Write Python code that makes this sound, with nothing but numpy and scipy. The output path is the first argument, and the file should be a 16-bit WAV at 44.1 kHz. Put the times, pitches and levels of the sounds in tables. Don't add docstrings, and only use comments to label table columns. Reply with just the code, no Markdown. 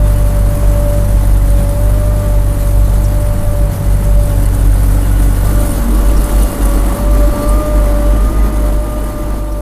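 import sys
import numpy as np
from scipy import signal
from scipy.fft import rfft, irfft, next_fast_len
from scipy.io import wavfile
from scipy.ndimage import uniform_filter1d, minimum_filter1d, map_coordinates

SR = 44100
rng = np.random.default_rng(int(sys.argv[2]) if len(sys.argv) > 2 else 0)


def persist_wave(psi):
    counts = np.round(np.clip(psi, -1, 1) * 32767).astype(np.int16)
    wavfile.write(sys.argv[1], SR, np.atleast_2d(counts).T)


N = 423801
TIME_S = np.arange(N) / SR

# t/s, facing/1 (0 rear window, 1 dashboard)
FACING = [(0, 0.0099), (5.25, 0), (5.6, .4), (5.95, 0.89), (6.6, 0.96), (9.61, 1)]
# t/s, firing rate/Hz
FIRING_RATE = [(0.0, 49.3), (0.26, 48.62), (0.81, 48.65), (1.64, 47.85), (2.0, 49.62), (2.68, 48.3),
               (3.03, 48.96), (3.4, 48.95), (3.81, 48.12), (4.2, 48.66), (4.46, 47.51), (5.3, 47.6),
               (5.51, 49.26), (5.84, 47.56), (6.26, 48.63), (6.86, 47.36), (7.1, 48.96), (7.35, 48.7),
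               (7.63, 50.22), (7.98, 48.74), (8.4, 51.06), (8.72, 49.5), (8.9, 50.3), (9.39, 49.56),
               (9.61, 49.4)]
# t/s, level/dB
RUMBLE_LEVEL = [(0, -18.5), (2, -16), (5.2, -16.5), (7.4, -15.5), (8.7, -20), (9.61, -24)]
# f/Hz, relative density/dB
RUMBLE_SPECTRUM = [(4, -28), (10, -23), (17, 2), (24, 0), (32, 0), (38, -15), (43, 4), (49, 8), (56, 0.5),
                   (62, -4.5), (75, -17.5), (100, -37), (200, -58)]
# start t/s, level/dB, f/Hz, width/Hz, length/s
CAB_SWELLS = [(3.45, -29, 156.2, 16, 0.91), (4, -44, 1456, 120, 2.7), (5.55, -26, 234.6, 12.4, 0.6),
              (5.7, -51, 2835, 43, 1.5), (6.9, -53, 4348, 34.6, 0.86), (7.05, -29.5, 299, 39, 0.81),
              (8.17, -31, 220, 26.7, 0.46)]
# start t/s, level/dB, f/Hz, width/Hz
TRIM_CHIRPS = [(3.042, -40, 5530, 700), (3.036, -39, 7600, 2200), (4.252, -43, 8500, 300),
               (6.085, -38, 2780, 400), (6.162, -38, 5600, 600), (6.285, -39, 1903, 1000),
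               (7.42, -43, 4360, 150), (7.475, -38, 8550, 400), (9.221, -48, 7000, 903),
               (9.512, -47, 5670, 900)]
# f/Hz, relative level/dB, t60/s
PANE_MODES = [(1860, -4, .1), (2009, 6.5, 0.17), (2430, 1.5, 0.2), (2804, 0.5, 0.16), (2970, 2.5, 0.17),
              (3270, -10, 0.19), (3590, -2, .15), (4410, 0.5, 0.16), (4970, -10, .12), (6440, 2, 0.11)]
# f/Hz, relative level/dB, t60/s
FITTING_MODES = [(2873, -17, 0.061), (4380, -17.5, 0.086), (4960, -18.5, .07), (6380, -13, 0.038),
                 (7740, -6.5, 0.043), (9250, -1.5, 0.055), (9344, -1.5, 0.027), (11060, 1.5, 0.025),
                 (12400, -2, .01), (14260, -11, .07)]
# t/s, strength/dB
FITTING_KNOCKS = [(0.389, -31.5), (1.369, -33), (4.256, -31), (4.455, -27), (4.831, -32), (4.916, -29.5),
                  (5.704, -28.5), (6.084, -26.5), (6.241, -24), (6.432, -26), (6.515, -29), (6.654, -24),
                  (7.489, -29), (7.969, -34)]
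# t/s, level/dB
RATTLE_LEVEL = [(0.0, -38), (0.08, -34.5), (1.26, -33.5), (2.33, -36), (2.59, -34), (3.43, -36),
                (5.49, -32), (5.73, -29.5), (5.99, -33), (6.53, -30), (7.09, -35), (7.12, -33),
                (9.31, -39.5), (9.61, -43)]
# f/Hz, relative density/dB
FIZZ_SPECTRUM = [(1500, -21), (3500, -6.5), (5500, -8.5), (7000, -6), (8300, -3.5), (9900, -1.5),
                 (10900, 0), (11700, -0.5), (12400, 0.5), (13800, -5.5), (15400, -12)]
# t/s, level/dB
ROAR_LEVEL = [(0, -15), (.8, -14.5), (1.5, -16), (4.5, -15.5), (5.5, -13), (6.6, -10.5), (7.7, -11),
              (8.65, -13), (8.8, -15), (9.3, -15), (9.61, -21.5)]
# f/Hz, relative density at rear/dB, at dashboard/dB
ROAR_SPECTRUM = [(40, 7, -14), (77, 16, 0), (107, 14.5, 10), (168, 13, 1.5), (226, 7.5, 8.5),
                 (303, 8.5, 10.5), (357, 0, 3), (525, 2, 0), (865, -3.5, -3), (1440, -7, -7),
                 (1570, -9.5, -11.5), (1945, -11.5, -12.5), (2450, -17, -19.5), (4800, -27, -25.5),
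                 (12000, -31, -34)]
# t/s, level/dB
WHINE_LEVEL = [(0, -28.5), (0.65, -26.5), (0.92, -21), (1.3, -37), (1.59, -26), (2.3, -26.5), (2.8, -31.5),
               (3.55, -25), (3.9, -33), (4.25, -25.5), (4.47, -36.5), (5.38, -41), (5.6, -25), (5.9, -39),
               (6.05, -29.5), (6.94, -29), (7.15, -22.5), (8.05, -23), (8.39, -36.5), (8.6, -27.5),
               (9.61, -30)]
# multiple of firing rate/1, level at rear/dB, at dashboard/dB
ENGINE_ORDERS = [(2.75, -42, -43), (3, -33.5, -39), (6.51, -43, -34), (8.01, -42, -44.5), (10.7, -53, -47),
                 (14.29, -55, -55), (14.85, -45.5, -50), (17.34, -48.5, -58), (18.04, -45, -45.5),
                 (19.05, -50.5, -49), (21.07, -53.5, -53), (22.9, -48.5, -62)]
# t/s, level/dB
BOOM_LEVEL = [(0, -10), (.6, -10), (3.4, -11), (5.2, -10), (7.8, -10), (8.8, -12.5), (9.1, -17.5),
              (9.61, -15)]
# t/s, depth/dB
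LOW_END_BEATS = [(0.9, 4), (3.4, 16), (3.78, 16), (4.3, 6), (4.53, 4), (5.34, 3), (6.3, 7), (6.53, 10),
                 (7.39, 25)]

CHIRP_S = 0.025
BEAT_S = 0.056
OCTAVE_DB, NODE_FACING = -6.5, 0.816
PANEL_HZ, PANEL_WIDTH_HZ, PANEL_LIFT_DB = 284.5, 2.79, 5
EDGE_HZ = 15480


def amp(db):
    return 10 ** (np.asarray(db) / 20)


def unit(x):
    return x / np.sqrt(np.mean(x ** 2) + 1e-20)


def curves(rows):
    time_s, *columns = np.transpose(rows)
    return [np.interp(TIME_S, time_s, column) for column in columns]


def glide(rows):
    time_s, value = np.transpose(rows)
    steps = np.arange(len(time_s))
    place = np.interp(TIME_S, time_s, steps)
    eased = place - np.sin(2 * np.pi * place) / (2 * np.pi)
    return np.interp(eased, steps, value)


def colour(x, hz, db):
    size = next_fast_len(N)
    bins_hz = np.fft.rfftfreq(size, 1 / SR)
    gain_db = np.interp(np.log(bins_hz + 1), np.log(hz), db)
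    return irfft(rfft(x, size) * amp(gain_db), size)[:N]


def waver(rate_hz):
    noise = rng.standard_normal(N // 64)
    bins_hz = np.fft.rfftfreq(len(noise), 64 / SR)
    slow = irfft(rfft(noise) / (1 + (bins_hz / rate_hz) ** 4))
    return np.interp(TIME_S, np.linspace(0, TIME_S[-1], len(slow)), unit(slow))


def add(mix, start_s, sound):
    part = mix[max(round(start_s * SR), 0):][:len(sound)]
    part += sound[:len(part)]


def tone(cycles, level_db, flutter):
    angle = 2 * np.pi * cycles
    in_phase = (1 + flutter * waver(11.4)) * np.cos(angle)
    quadrature = flutter * waver(8.1) * np.sin(angle)
    return np.sqrt(2) * amp(level_db) * (in_phase + quadrature)


def patchy(x, patch_db, size=512):
    spectrum = signal.stft(x, nperseg=size)[2]
    patches = rng.standard_normal(spectrum.shape)
    patches = uniform_filter1d(patches, size=5, axis=0)
    patches = unit(uniform_filter1d(patches, size=9, axis=1))
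    return signal.istft(spectrum * amp(patch_db * patches), nperseg=size)[1][:N]


def ring(blows, modes, unevenness=0.91):
    t, out = np.arange(SR // 7) / SR, np.zeros(N)
    for hz, db, t60_s in modes:
        mode = amp(db - 60 * t / t60_s) * np.sin(2 * np.pi * hz * t)
        strikes = blows * (1 + unevenness * rng.standard_normal(N))
        out += signal.oaconvolve(strikes, mode)[:N]
    return out


def rumble(level_db):
    return amp(level_db) * unit(colour(rng.standard_normal(N), *np.transpose(RUMBLE_SPECTRUM)))


def resonances(rows):
    out, t = np.zeros(N), np.arange(3 * SR) / SR
    bins_hz = np.fft.rfftfreq(len(t), 1 / SR)
    for start_s, db, hz, width_hz, length_s in rows:
        peak = 1 / (1 + (2 * (bins_hz - hz) / width_hz) ** 2)
        sound = irfft(rfft(rng.standard_normal(len(t))) * peak, len(t))
        inside = t < length_s
        sound = sound[inside] * np.sin(np.pi * t[inside] / length_s)
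        add(out, start_s, amp(db) * unit(sound))
    return out


def panes(roar_db, below_db=-35):
    ringing = ring(rng.standard_normal(N), PANE_MODES)
    return amp(roar_db + below_db) * unit(patchy(ringing, patch_db=5.0))


def knocks(scrape_s=0.0049):
    t, blows = np.arange(SR // 50) / SR, np.zeros(N)
    for start_s, db in FITTING_KNOCKS:
        contact = rng.standard_normal(len(t)) * np.exp(-t / scrape_s)
        add(blows, start_s, amp(db) * contact / np.linalg.norm(contact))
    return ring(blows, FITTING_MODES)


def rattle(firings, level_db, flicker_db=1.18, bunching=2.2, rms_taps_per_s=240, spread_db=0.5,
           fizz_db=-0.8, taps_db=-6.5):
    fizz = colour(rng.standard_normal(N), *np.transpose(FIZZ_SPECTRUM))
    fizz = patchy(fizz * amp(flicker_db * waver(43)), patch_db=1.75)

    shake = np.cos(2 * np.pi * firings)
    chance = unit(np.exp(bunching * shake)) * rms_taps_per_s / SR
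    strength = amp(spread_db * np.minimum(rng.exponential(1, N), 3))
    blows = (rng.random(N) < chance) * strength
    taps = patchy(ring(blows, FITTING_MODES), patch_db=2.0)
    return amp(level_db + fizz_db) * unit(fizz) + amp(level_db + taps_db) * unit(taps)


def roar(firings, facing, level_db, repeat_share=0.36, throb=0.15, count=2048):
    cycle = unit(irfft(np.exp(2j * np.pi * rng.random(count // 2 + 1))))
    place = firings / 4 % 1 * count
    locked = unit(map_coordinates(cycle, [place], order=3, mode="grid-wrap"))
    locked = colour(locked, [40, 200, 1300, 3500], [-3.5, -4, -4.5, -4.0])
    loose = unit(rng.standard_normal(N) * (1 + throb * np.cos(2 * np.pi * firings)))
    drive = np.sqrt(repeat_share) * locked + np.sqrt(1 - repeat_share) * loose

    hz, rear_db, front_db = np.transpose(ROAR_SPECTRUM)
    heard = (1 - facing) * colour(drive, hz, rear_db) + facing * colour(drive, hz, front_db)
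    return amp(level_db) * heard


def whine(firings, rate_hz, facing, roar_db, swing_cycles=0.01, rear_db=-30.5, front_db=-22.5,
          rear_db_per_hz=7.0, front_db_per_hz=2.0, wander_db=2.5):
    swing = np.sin(np.pi * firings / 2) + np.sin(np.pi * firings)
    mesh = 12 * firings + swing_cycles * swing
    faster_hz = rate_hz - np.median(rate_hz)
    front = np.sqrt(facing)
    at_rear_db = rear_db + rear_db_per_hz * faster_hz
    at_front_db = front_db + front_db_per_hz * faster_hz
    octave_db = roar_db + (1 - front) * at_rear_db + front * at_front_db + wander_db * waver(1.9)
    return tone(mesh, curves(WHINE_LEVEL)[0], flutter=0.19) + tone(2 * mesh, octave_db, flutter=0.25)


def drone(firings, rate_hz, facing, roar_db, fourth_db=-18.5, sixth_db=-18.5, front_db=-2.5, wander_db=1.5):
    detune = 2 * (6 * rate_hz - PANEL_HZ) / PANEL_WIDTH_HZ
    lift_db = PANEL_LIFT_DB / (1 + detune ** 2)
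    out = np.zeros(N)
    for multiple, db in [(4, fourth_db), (6, sixth_db + lift_db)]:
        level_db = roar_db + db + facing * front_db + wander_db * waver(2.6)
        out += tone(multiple * firings + rng.random(), level_db, flutter=0.28)
    for multiple, order_rear_db, order_front_db in ENGINE_ORDERS:
        level_db = order_rear_db + facing * (order_front_db - order_rear_db)
        out += tone(multiple * firings + rng.random(), level_db, flutter=0.34)
    return out


def boom(firings, facing):
    level_db = curves(BOOM_LEVEL)[0]
    beats_db = sum(depth_db * np.exp(-((TIME_S - s) / BEAT_S) ** 2) for s, depth_db in LOW_END_BEATS)
    standing = np.cos(np.pi / 2 * facing / NODE_FACING)
    fundamental = tone(firings, level_db - beats_db, flutter=0.074)
    octave = tone(2 * firings, level_db + OCTAVE_DB, flutter=0.087)
    return -fundamental - standing * octave


def scene(roar_wander_db=0.57, jolt_db=0.63):
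    jolts = waver(12)
    roar_db = curves(ROAR_LEVEL)[0] + roar_wander_db * jolts
    rattle_db = curves(RATTLE_LEVEL)[0] + jolt_db * jolts
    facing = np.clip(curves(FACING)[0], 0, 1)
    rate_hz = glide(FIRING_RATE)
    firings = np.cumsum(rate_hz) / SR

    cab = rumble(*curves(RUMBLE_LEVEL)) + resonances(CAB_SWELLS) + panes(roar_db)
    trim = resonances([(*row, CHIRP_S) for row in TRIM_CHIRPS])
    fittings = knocks() + rattle(firings, rattle_db)
    engine = roar(firings, facing, roar_db) + whine(firings, rate_hz, facing, roar_db)
    engine += drone(firings, rate_hz, facing, roar_db) + boom(firings, facing)
    return (cab + trim + fittings + engine)[None]


def record(dry, ceiling=0.95):
    room = np.minimum(1, ceiling / (abs(dry) + 1e-9))
    gain = uniform_filter1d(minimum_filter1d(room, size=600), size=600)
    fade = np.minimum(1, np.minimum(TIME_S, TIME_S[::-1]) / 0.003)
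    low_pass = signal.firwin(611, EDGE_HZ, window=("kaiser", 10), fs=SR)
    return signal.oaconvolve(dry * gain * fade, low_pass[None], "same")


dry = scene()
out = record(dry)
persist_wave(out)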